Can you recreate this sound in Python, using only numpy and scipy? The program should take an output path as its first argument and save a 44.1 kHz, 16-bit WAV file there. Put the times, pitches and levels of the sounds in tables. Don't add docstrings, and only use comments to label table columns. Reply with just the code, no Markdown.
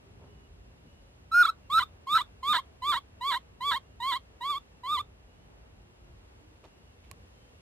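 import sys
import numpy as np
from scipy import signal
from scipy.fft import rfft, irfft, next_fast_len
from scipy.io import wavfile
from scipy.ndimage import map_coordinates

SR = 44100
rng = np.random.default_rng(int(sys.argv[2]) if len(sys.argv) > 2 else 0)


def store_wav(level_fs):
    pcm = np.round(np.clip(np.atleast_2d(level_fs), -1, 1) * 32767)
    wavfile.write(sys.argv[1], SR, pcm.T.astype(np.int16))


N = 335687

# (time [s], rumble level [dB], hiss level [dB], drone level [dB])
BACKGROUND_LEVELS = [(0.0, -53, -77, -68), (0.63, -55.5, -78.5, -54.5), (1.2, -57.5, -78, -65.5),
                     (2.9, -58, -77.5, -64), (3.3, -58, -78.5, -72), (4.85, -58.5, -77.5, -74),
                     (5.26, -57.5, -79, -57), (6.3, -58.5, -77.5, -59), (7.61, -58, -75.5, -75.5)]
# (frequency [Hz], relative level [dB])
BREATH_COLOUR = [(500, -29.5), (1400, -4.5), (2600, -13.5), (3800, 3.5), (5700, -11.5), (7600, -4.5),
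                 (10000, -12.5), (11500, -2), (14000, -15.5), (16000, -21)]


def amp(db):
    return 10 ** (np.asarray(db) / 20)


def unit(x):
    return x / np.sqrt(np.mean(np.abs(x) ** 2) + 1e-20)


def along(points, hz):
    f, v = np.transpose(points)
    return np.interp(np.log(hz + 1), np.log(f + 1), v)


def wobble(rate, size=N):
    knots = rng.standard_normal(int(size * rate / SR) + 4)
    return map_coordinates(knots, [np.arange(size) * rate / SR])


def filtered(x, response):
    m = next_fast_len(N + SR // 2)
    return irfft(rfft(x, m) * response(np.fft.rfftfreq(m, 1 / SR)), m)[..., :N]


def air():
    # (frequency [Hz], relative level [dB])
    mid_colour = [(13, -48.5), (22, -19.5), (36, -8.5), (59, -3), (97, -6.5), (124, -12.5), (341, -22.5),
                  (381, -21), (474, -22), (1310, -33), (2900, -33.5), (3420, -35), (9690, -48),
                  (11700, -43.5), (15400, -81.5)]
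    # (frequency [Hz], relative level [dB])
    side_colour = [(13, -53.5), (22, -20), (267, -2), (298, -10), (351, -5), (777, -8.5), (1240, -11),
                   (1680, -11.5), (2260, -11.5), (2820, -7.5), (3420, -12), (11400, -20.5), (15400, -50.5)]
    side_db, murmur_db = -17.5, -66
    s, rumble_db, hiss_db, _ = np.transpose(BACKGROUND_LEVELS)
    noise = rng.standard_normal((2, N))
    bands = [(rumble_db, 0, 250, 1.5, 9),
             (np.full(len(s), murmur_db), 250, 2000, .8, 5),
             (hiss_db, 2000, SR, .5, 3)]
    total = np.zeros((2, N))
    for db, lo_hz, hi_hz, gust_db, rate in bands:
        def response(f):
            colour = amp([along(mid_colour, f), along(side_colour, f) + side_db])
            return colour / (1 + (lo_hz / (f + 1)) ** 4) / (1 + (f / hi_hz) ** 4)
        layer = filtered(noise, response)
        level_db = np.interp(np.arange(N) / SR, s, db) + gust_db * wobble(rate)
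        total += layer / np.std(layer[0]) * amp(level_db)
    mid, side = total
    return np.array([mid + side, mid - side])


def drone(hz, width, db, alike):
    noise = rng.standard_normal((3, N))
    mixed = alike * noise[0] + (1 - alike) * noise[1:]
    band = filtered(mixed, lambda f: np.exp(-((f - hz) / width) ** 2))
    return amp(db + 2 * wobble(2.7)) * unit(band)


def insects():
    # (frequency [Hz], width [Hz], middle level [dB])
    insect_band = (2720, 110, -82)
    # (frequency [Hz], width [Hz])
    engine_band = (48, 13)
    s, *_, drone_db = np.transpose(BACKGROUND_LEVELS)
    engine_db = np.interp(np.arange(N) / SR, s, drone_db)
    return drone(*insect_band, alike=0) + drone(*engine_band, engine_db, alike=0.92)


def far_calls(table, drift_hz, pulse_db):
    out = np.zeros(N)
    for start, end, from_hz, to_hz, db, *depth in table:
        n = min(round(end * SR), N) - round(start * SR)
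        hz = np.linspace(from_hz, to_hz, n) + drift_hz * wobble(40, size=n)
        swell = signal.windows.tukey(n, .15) * amp(db + pulse_db * wobble(25.2, size=n))
        swell *= 1 - sum(depth) * np.cos(2 * np.pi * 26 * np.arange(n) / SR)
        tone = np.sin(2 * np.pi * np.cumsum(hz) / SR)
        out[round(start * SR):][:n] += np.sqrt(2) * swell * tone
    return out


def bird():
    # (start [s], end [s], start pitch [Hz], end pitch [Hz], level before panning [dB], pulsing depth [0-1])
    whistles = [(.27, .43, 2890, 2930, -76.5, 0), (.43, .48, 2934, 2840, -74, 0),
                (.86, 1.02, 2886, 2920, -77.5, 0.02), (1.03, 1.14, 2900, 2940, -83, 0),
                (1.63, 1.68, 2803, 2764, -75, 0.04), (3.83, 3.96, 2760, 2880, -78.5, 0.1),
                (5.27, 5.484, 2850, 3070, -82, 0.44), (6.7, 6.927, 2900, 2896, -80.5, 0.6),
                (7.34, 7.5, 3106, 3080, -78.5, 0), (7.5, 7.61, 2835, 2846, -79, .3)]
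    # (start [s], end [s], start pitch [Hz], end pitch [Hz], middle level [dB])
    hoots = [(.03, .55, 405.6, 395, -69), (.88, 1.1, 570, 546, -77), (5.78, 6.15, 355, 348.4, -72),
             (6.4, 6.57, 307, 317, -69.5), (7.15, 7.6, 490.7, 487.5, -76)]
    whistling = far_calls(whistles, drift_hz=24.8, pulse_db=0.0) * amp([[-2], [2]])
    return whistling + far_calls(hoots, drift_hz=8.7, pulse_db=3.5)


def thuds():
    # (time a third of the way in [s], middle frequency [Hz], length [s], level before the fades [dB])
    bumps = [(0.218, 500, .15, -61.5), (.85, 120, .08, -56), (6.642, 447, .05, -54)]
    out = np.zeros(N)
    for s, hz, length, db in bumps:
        n = round(length * SR)
        band = signal.butter(3, (hz / 2, hz * 2), "band", fs=SR, output="sos")
        puff = signal.sosfilt(band, rng.standard_normal(n))
        out[round(s * SR) - n // 3:][:n] += amp(db) * unit(puff) * np.hanning(n)
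    return out


def twigs():
    # (time [s], level before a 9.5 dB cut [dB], crack [dB], knock [dB], crackle [dB],
    #  crackle time to fall 60 dB [s], low edge [Hz], high edge [Hz], left minus right [dB])
    clicks = [(6.6411, -51.5, -6, 0, 2.5, 0.13, 300, 3800, -6.5),
              (7.039, -57, -12, -20, -1, 0.19, 1900, 3495, -9),
              (7.1136, -33, -2.5, -8, -11.5, .025, 1200, 11460, -10.5)]
    # (frequency [Hz], middle level [dB], time to fall 60 dB [s])
    wood_tones = [(590, -9, 0.038), (1100, 4, 0.033), (2338, 7, 0.0096), (3955, -4, 0.0088)]
    out, t = np.zeros((2, N + SR)), np.arange(SR // 8) / SR
    for s, db, crack_db, knock_db, crackle_db, t60, lo_hz, hi_hz, pan_db in clicks:
        ring = sum(amp(level + rng.normal(0, 1) - 60 * t / d) * np.sin(2 * np.pi * hz * t)
                   for hz, level, d in wood_tones)
        grains = amp(crackle_db - 60 * t / t60 + 5 * wobble(900, size=len(t)))
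        noise = rng.standard_normal(len(t)) + 0.77 * rng.standard_normal((2, len(t)))
        noise = unit(signal.lfilter(*signal.butter(2, (lo_hz, hi_hz), "band", fs=SR), noise))
        crack = (amp(crack_db - 60 * t / .006) + grains) * noise
        snap = amp(db - 9.5) * (amp(knock_db) * ring + crack)
        out[:, round(s * SR):][:, :len(t)] += snap * amp([[pan_db / 2], [-pan_db / 2]])
    return out[:, :N]


def foliage(x):
    # (frequency [Hz], time to fall 60 dB [s])
    leaf_decay = [(800, .12), (1500, .16), (3500, .11), (9000, .05)]
    # (frequency [Hz], relative level [dB])
    leaf_colour = [(800, -5.5), (1500, -4), (3500, 9.5), (9000, -0.5)]
    hz, t, z = signal.stft(rng.standard_normal((2, SR // 3)), SR, nperseg=128)
    level_db = along(leaf_colour, hz)[:, None] - 60 * t / along(leaf_decay, hz)[:, None]
    tail = signal.istft(z * amp(level_db), SR, nperseg=128)[1]
    smeared = np.pad(x * wobble(400), (300, 0))
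    return signal.fftconvolve(smeared[None], tail / np.linalg.norm(tail[0]), axes=1)[:, :N]


def at_ports(x):
    # (frequency [Hz], left minus right [dB])
    shading = [(60, -0.5), (110, -2), (200, -4), (380, -4), (700, -2), (1290, -1), (2380, -2), (4400, -8),
               (8120, -1.5), (15000, -0.5)]
    # (frequency [Hz], phase by which left leads [radians])
    phase_lead = [(700, .3), (1000, .33), (1400, .33), (2150, 0.37), (3000, 1.5), (3800, 1.5), (4400, 2),
                  (5000, 1.42), (8000, 0.5)]

    def response(f):
        left = amp(along(shading, f)) * np.exp(1j * along(phase_lead, f))
        return np.array([2 * left, 2 + 0 * left]) / (1 + left)
    return filtered(x, response)


def rasp_level(t):
    # (start [s], end [s], level before the throat [dB])
    breaks = [(1.431, 1.452, -41), (1.453, 1.466, -36.5), (1.468, 1.5, -51), (1.761, 1.778, -46.5),
              (1.777, 1.8, -30), (1.804, 1.832, -46.5), (2.138, 2.15, -50), (2.153, 2.178, -29.5),
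              (2.181, 2.191, -34.5), (2.19, 2.22, -52.5), (2.512, 2.528, -53), (2.531, 2.546, -34),
              (2.544, 2.572, -28), (2.58, 2.597, -55), (2.925, 2.946, -31), (2.952, 2.983, -45.5),
              (3.319, 3.333, -31.5), (3.338, 3.35, -34), (3.356, 3.37, -53.5), (3.718, 3.737, -31),
              (3.74, 3.77, -55.5), (4.123, 4.139, -33.5), (4.148, 4.17, -54), (4.994, 5.005, -60)]
    rise, fall = 2600, 5000
    start, end, db = np.transpose(breaks)[:, :, None]
    ramps_db = rise * np.maximum(start - t, 0) + fall * np.maximum(t - end, 0)
    return np.max(db - ramps_db, axis=0)


def cry(rows):
    # (frequency [Hz], level [dB])
    throat = [(300, -27), (700, -16.5), (900, -15.5), (1000, -13), (1200, -10), (1330, -1.5), (1450, 4.5),
              (1750, -7), (2100, -14), (2600, -30), (2800, -26), (3000, -18.5), (3400, -13), (3750, -8),
              (4050, -14), (4500, -22.5), (4900, -41), (5250, -29), (5800, -30)]
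    # (pitch [Hz], flapping rate [Hz])
    flapping = [(1000, 330), (1330, 210)]
    overtones = (-11.5, -8.5, -12.5)
    attack_s, release_s, fade_depth_db = .009, .012, 36
    linger_s, breath_rise, breath_fall = .03, 1500, 898
    breath_base_db, breath_grows, breath_sharpens = -55, 1.3, .6
    breath_tires = 1.03
    torn_db, torn_turns = -14.5, 0.3
    jitter, shimmer_db, overtones_fade = 0.0035, 0.93, 1.5
    waver_hz, waver_db, waver_turns, slip = 110, 3.0, .5, 0.88

    s, *cols = np.transpose(rows)
    first = round((s[0] - attack_s) * SR)
    t = np.arange(first, round((s[-1] + linger_s) * SR)) / SR
    size = len(t)
    hz, effort_db, sharp_db = [np.interp(t, s, c) for c in cols]
    before, after = np.maximum(s[0] - t, 0), np.maximum(t - s[-1], 0)
    fade_db = -fade_depth_db * (before / attack_s + after / release_s)
    breath_db = breath_base_db + breath_grows * (effort_db + 20) + breath_sharpens * sharp_db
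    breath_db -= breath_rise * before + breath_fall * after + breath_tires * t
    rasp_db = np.maximum(rasp_level(t), effort_db - 45) + .4 * fade_db

    phase = 2 * np.pi * np.cumsum(hz * (1 + jitter * wobble(150, size=size))) / SR
    torn = np.minimum(amp(rasp_db - effort_db - torn_db), 1)
    phase += torn_turns * torn * wobble(300, size=size)
    folds_db = [0 * t]
    for db in overtones:
        folds_db.append(db + sharp_db + (overtones_fade - 1) * fade_db + shimmer_db * wobble(70, size=size))
    clean = np.zeros(size)
    for k, db in enumerate(folds_db, start=1):
        level = amp(effort_db + fade_db + db + along(throat, k * hz))
        offset = (k - 1) * np.pi / 2 * ((k - 1) % 2)
        clean += np.sqrt(2) * level * np.cos(k * phase + offset)
    upper = sum(np.cos(k * phase) * amp(along(BREATH_COLOUR, k * hz)) for k in range(5, 11))
    clean += amp(breath_db + fade_db - 2) * upper

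    flap_hz = along(flapping, hz)
    flap = 2 * np.pi * np.cumsum(flap_hz) / SR + slip * wobble(90, size=size)
    rasp = np.zeros(size)
    for k in range(1, 5):
        for j in (-2, -1, 1, 2):
            waver = amp(waver_db * wobble(waver_hz, size=size))
            waver = waver * np.exp(1j * waver_turns * wobble(waver_hz, size=size))
            line_db = along(throat, k * hz + j * flap_hz) - 4 * (abs(j) - 0.5) + 1.5 * (k - 1.5)
            turning = np.exp(1j * (k * phase + j * flap + rng.uniform(0, 2 * np.pi)))
            rasp += (amp(line_db) * waver * turning).real
    ends = signal.windows.tukey(size, .04)
    puffs = amp(breath_db) * (1 + 0.47 * np.cos(phase))
    return first, ends * (clean + amp(rasp_db) * rasp), ends * puffs


def monkey():
    # (time [s], pitch [Hz], effort before the throat [dB],
    #  sharpness: lift of the overtones [dB])
    cries = [
        [(1.319, 1309, -29.5, -2), (1.34, 1354, -24.5, 1.5), (1.346, 1398, -22.5, -2.5),
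         (1.365, 1411, -21.5, -2.5), (1.385, 1444, -21, -2.5), (1.415, 1445, -19.0, -1.0),
         (1.428, 1379, -18, -3.5), (1.435, 1170, -19.5, 3), (1.447, 1190, -21, 4), (1.452, 1341, -21.5, 0),
         (1.456, 1370, -16.5, 2.5), (1.46, 1310, -21, 1), (1.465, 1120, -26.5, 6.5), (1.478, 1105, -22, 5),
         (1.485, 1280, -23, -2.5), (1.492, 1323, -21.5, 1), (1.501, 1323, -24, 2.5)],
        [(1.702, 1058, -23.5, -6), (1.727, 1205, -19.5, 1.0), (1.752, 1287, -18, 2), (1.779, 1320, -16.5, 0.5),
         (1.784, 1388, -20, -0.5), (1.794, 1360, -18, 3.5), (1.798, 1030, -21.5, 4.5), (1.809, 983, -19.5, 6),
         (1.818, 997, -19.5, 3.5), (1.828, 1182, -20.5, -0.5), (1.831, 1209, -19.5, 1), (1.836, 1220, -22.5, 3)],
        [(2.072, 1049, -24.5, -9), (2.084, 1083, -23.5, -5.5), (2.105, 1163, -21, 0), (2.127, 1216, -17.5, 3.5),
         (2.153, 1290, -17.5, 2), (2.158, 1341, -16.5, 0.5), (2.175, 1320, -18, 0.0), (2.18, 1030, -19.0, 4),
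         (2.194, 973, -20, 6), (2.203, 974, -18.5, 0.5), (2.212, 1166, -22, 0.5), (2.215, 1191, -19.5, -0.5),
         (2.219, 1187, -22.5, 5.5)],
        [(2.432, 1025, -23.0, -5.5), (2.475, 1146, -20, 2.5), (2.486, 1185, -16.5, 2.5),
         (2.506, 1230, -16.5, 2.5), (2.529, 1216, -16.5, 6.5), (2.536, 1035, -16, 1.0),
         (2.554, 1010, -17, -1.0), (2.567, 956, -18.0, 2.5), (2.579, 951, -18.0, 2.0), (2.585, 1021, -18.5, 0),
         (2.591, 1116, -18.5, -4.5), (2.601, 1030, -27, -1.5)],
        [(2.823, 996, -25, -5), (2.836, 1020, -21, -4.5), (2.875, 1164, -19.5, 2.5), (2.899, 1204, -15, 2.5),
         (2.913, 1163, -17.5, 5), (2.929, 1061, -17, -1.5), (2.955, 917, -19.5, 2.5), (2.965, 988, -18, 2),
         (2.977, 1121, -19.0, -2), (2.989, 1116, -27.5, 2)],
        [(3.212, 952, -24, -6.5), (3.226, 993, -23, -1.5), (3.26, 1094, -18, -3.5), (3.28, 1143, -20, 6.5),
         (3.294, 1173, -20, 6), (3.305, 1103, -17.5, 4), (3.317, 1025, -17.0, 0), (3.347, 928, -19, 3),
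         (3.36, 975, -17.5, 0.5), (3.371, 1059, -19.5, -5), (3.377, 1060, -22.5, -1.5)],
        [(3.609, 965, -24.5, -5.0), (3.623, 1011, -22.5, -2.0), (3.662, 1146, -20, 0.5), (3.681, 1151, -19, 6),
         (3.704, 1152, -19, 5.5), (3.716, 1019, -16.5, 0.5), (3.733, 966, -20.5, 2.5), (3.746, 904, -18, 3.5),
         (3.768, 1097, -20.0, -0.5), (3.779, 1071, -23.5, 0)],
        [(4.004, 946, -23, -6), (4.015, 931, -24.5, -5.5), (4.029, 996, -21.0, 1), (4.066, 1066, -18, -2),
         (4.093, 1140, -18.5, 3.5), (4.105, 1087, -19, 4), (4.129, 975, -17.5, 0.5), (4.145, 970, -19, 1.5),
         (4.155, 1006, -20.5, 3.5), (4.168, 1105, -20, -1.5), (4.176, 1060, -28, 3)],
        [(4.411, 950, -25, -8), (4.423, 958, -24.5, -2), (4.459, 1105, -20.5, -2), (4.487, 1160, -22.5, 1.5),
         (4.507, 1185, -18, 1.5), (4.527, 1124, -21, 1.5), (4.546, 1059, -20.5, -4), (4.558, 1101, -23, 4),
         (4.576, 1171, -24.5, -5), (4.582, 1168, -29.0, 7.5)],
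        [(4.837, 985, -28.0, -7.5), (4.861, 1021, -24, -3), (4.883, 1134, -24, -2.5), (4.902, 1170, -19.5, 0),
         (4.934, 1241, -19, -2), (4.952, 1188, -19, 4), (4.966, 1139, -20, 0.5), (4.977, 1005, -21.5, 0),
         (4.987, 1003, -18.5, 4), (4.998, 1175, -23, 0.0), (5.005, 1211, -23, -1), (5.012, 1180, -24, 2)],
    ]
    voice, flow = np.zeros(N), np.zeros(N)
    for rows in cries:
        start, sound, breath = cry(rows)
        voice[start:start + len(sound)] += sound
        flow[start:start + len(sound)] += breath
    noise = rng.standard_normal((3, N))
    noise = noise[0] + .7 * noise[1:]
    hiss = unit(filtered(noise, lambda f: amp(along(BREATH_COLOUR, f))))
    return voice, flow * hiss * amp([[-.5], [.5]])


def scene():
    voice, breath = monkey()
    echo = amp(-18.5) * foliage(voice + 2 * breath.mean(axis=0))
    background = air() + insects() + bird()
    return background + thuds() + twigs() + echo + at_ports(voice) + breath


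def record(dry):
    camera_rate, top_hz, low_cut_hz = 48000, 15500, 40
    block_in, block_out, block_start = 1024, 941, -80
    padded = np.pad(dry, ((0, 0), (-block_start, block_out)))
    camera = signal.resample_poly(padded, block_in, block_out, axis=1)
    block, within = np.divmod(np.arange(N) - block_start, block_out)
    nearest = np.round(within * camera_rate / SR).astype(int)
    picked = camera[:, block * block_in + nearest]
    return filtered(picked, lambda hz: (hz < top_hz) / (1 + (low_cut_hz / (hz + 1)) ** 6))


dry = scene()
out = record(dry)
store_wav(out)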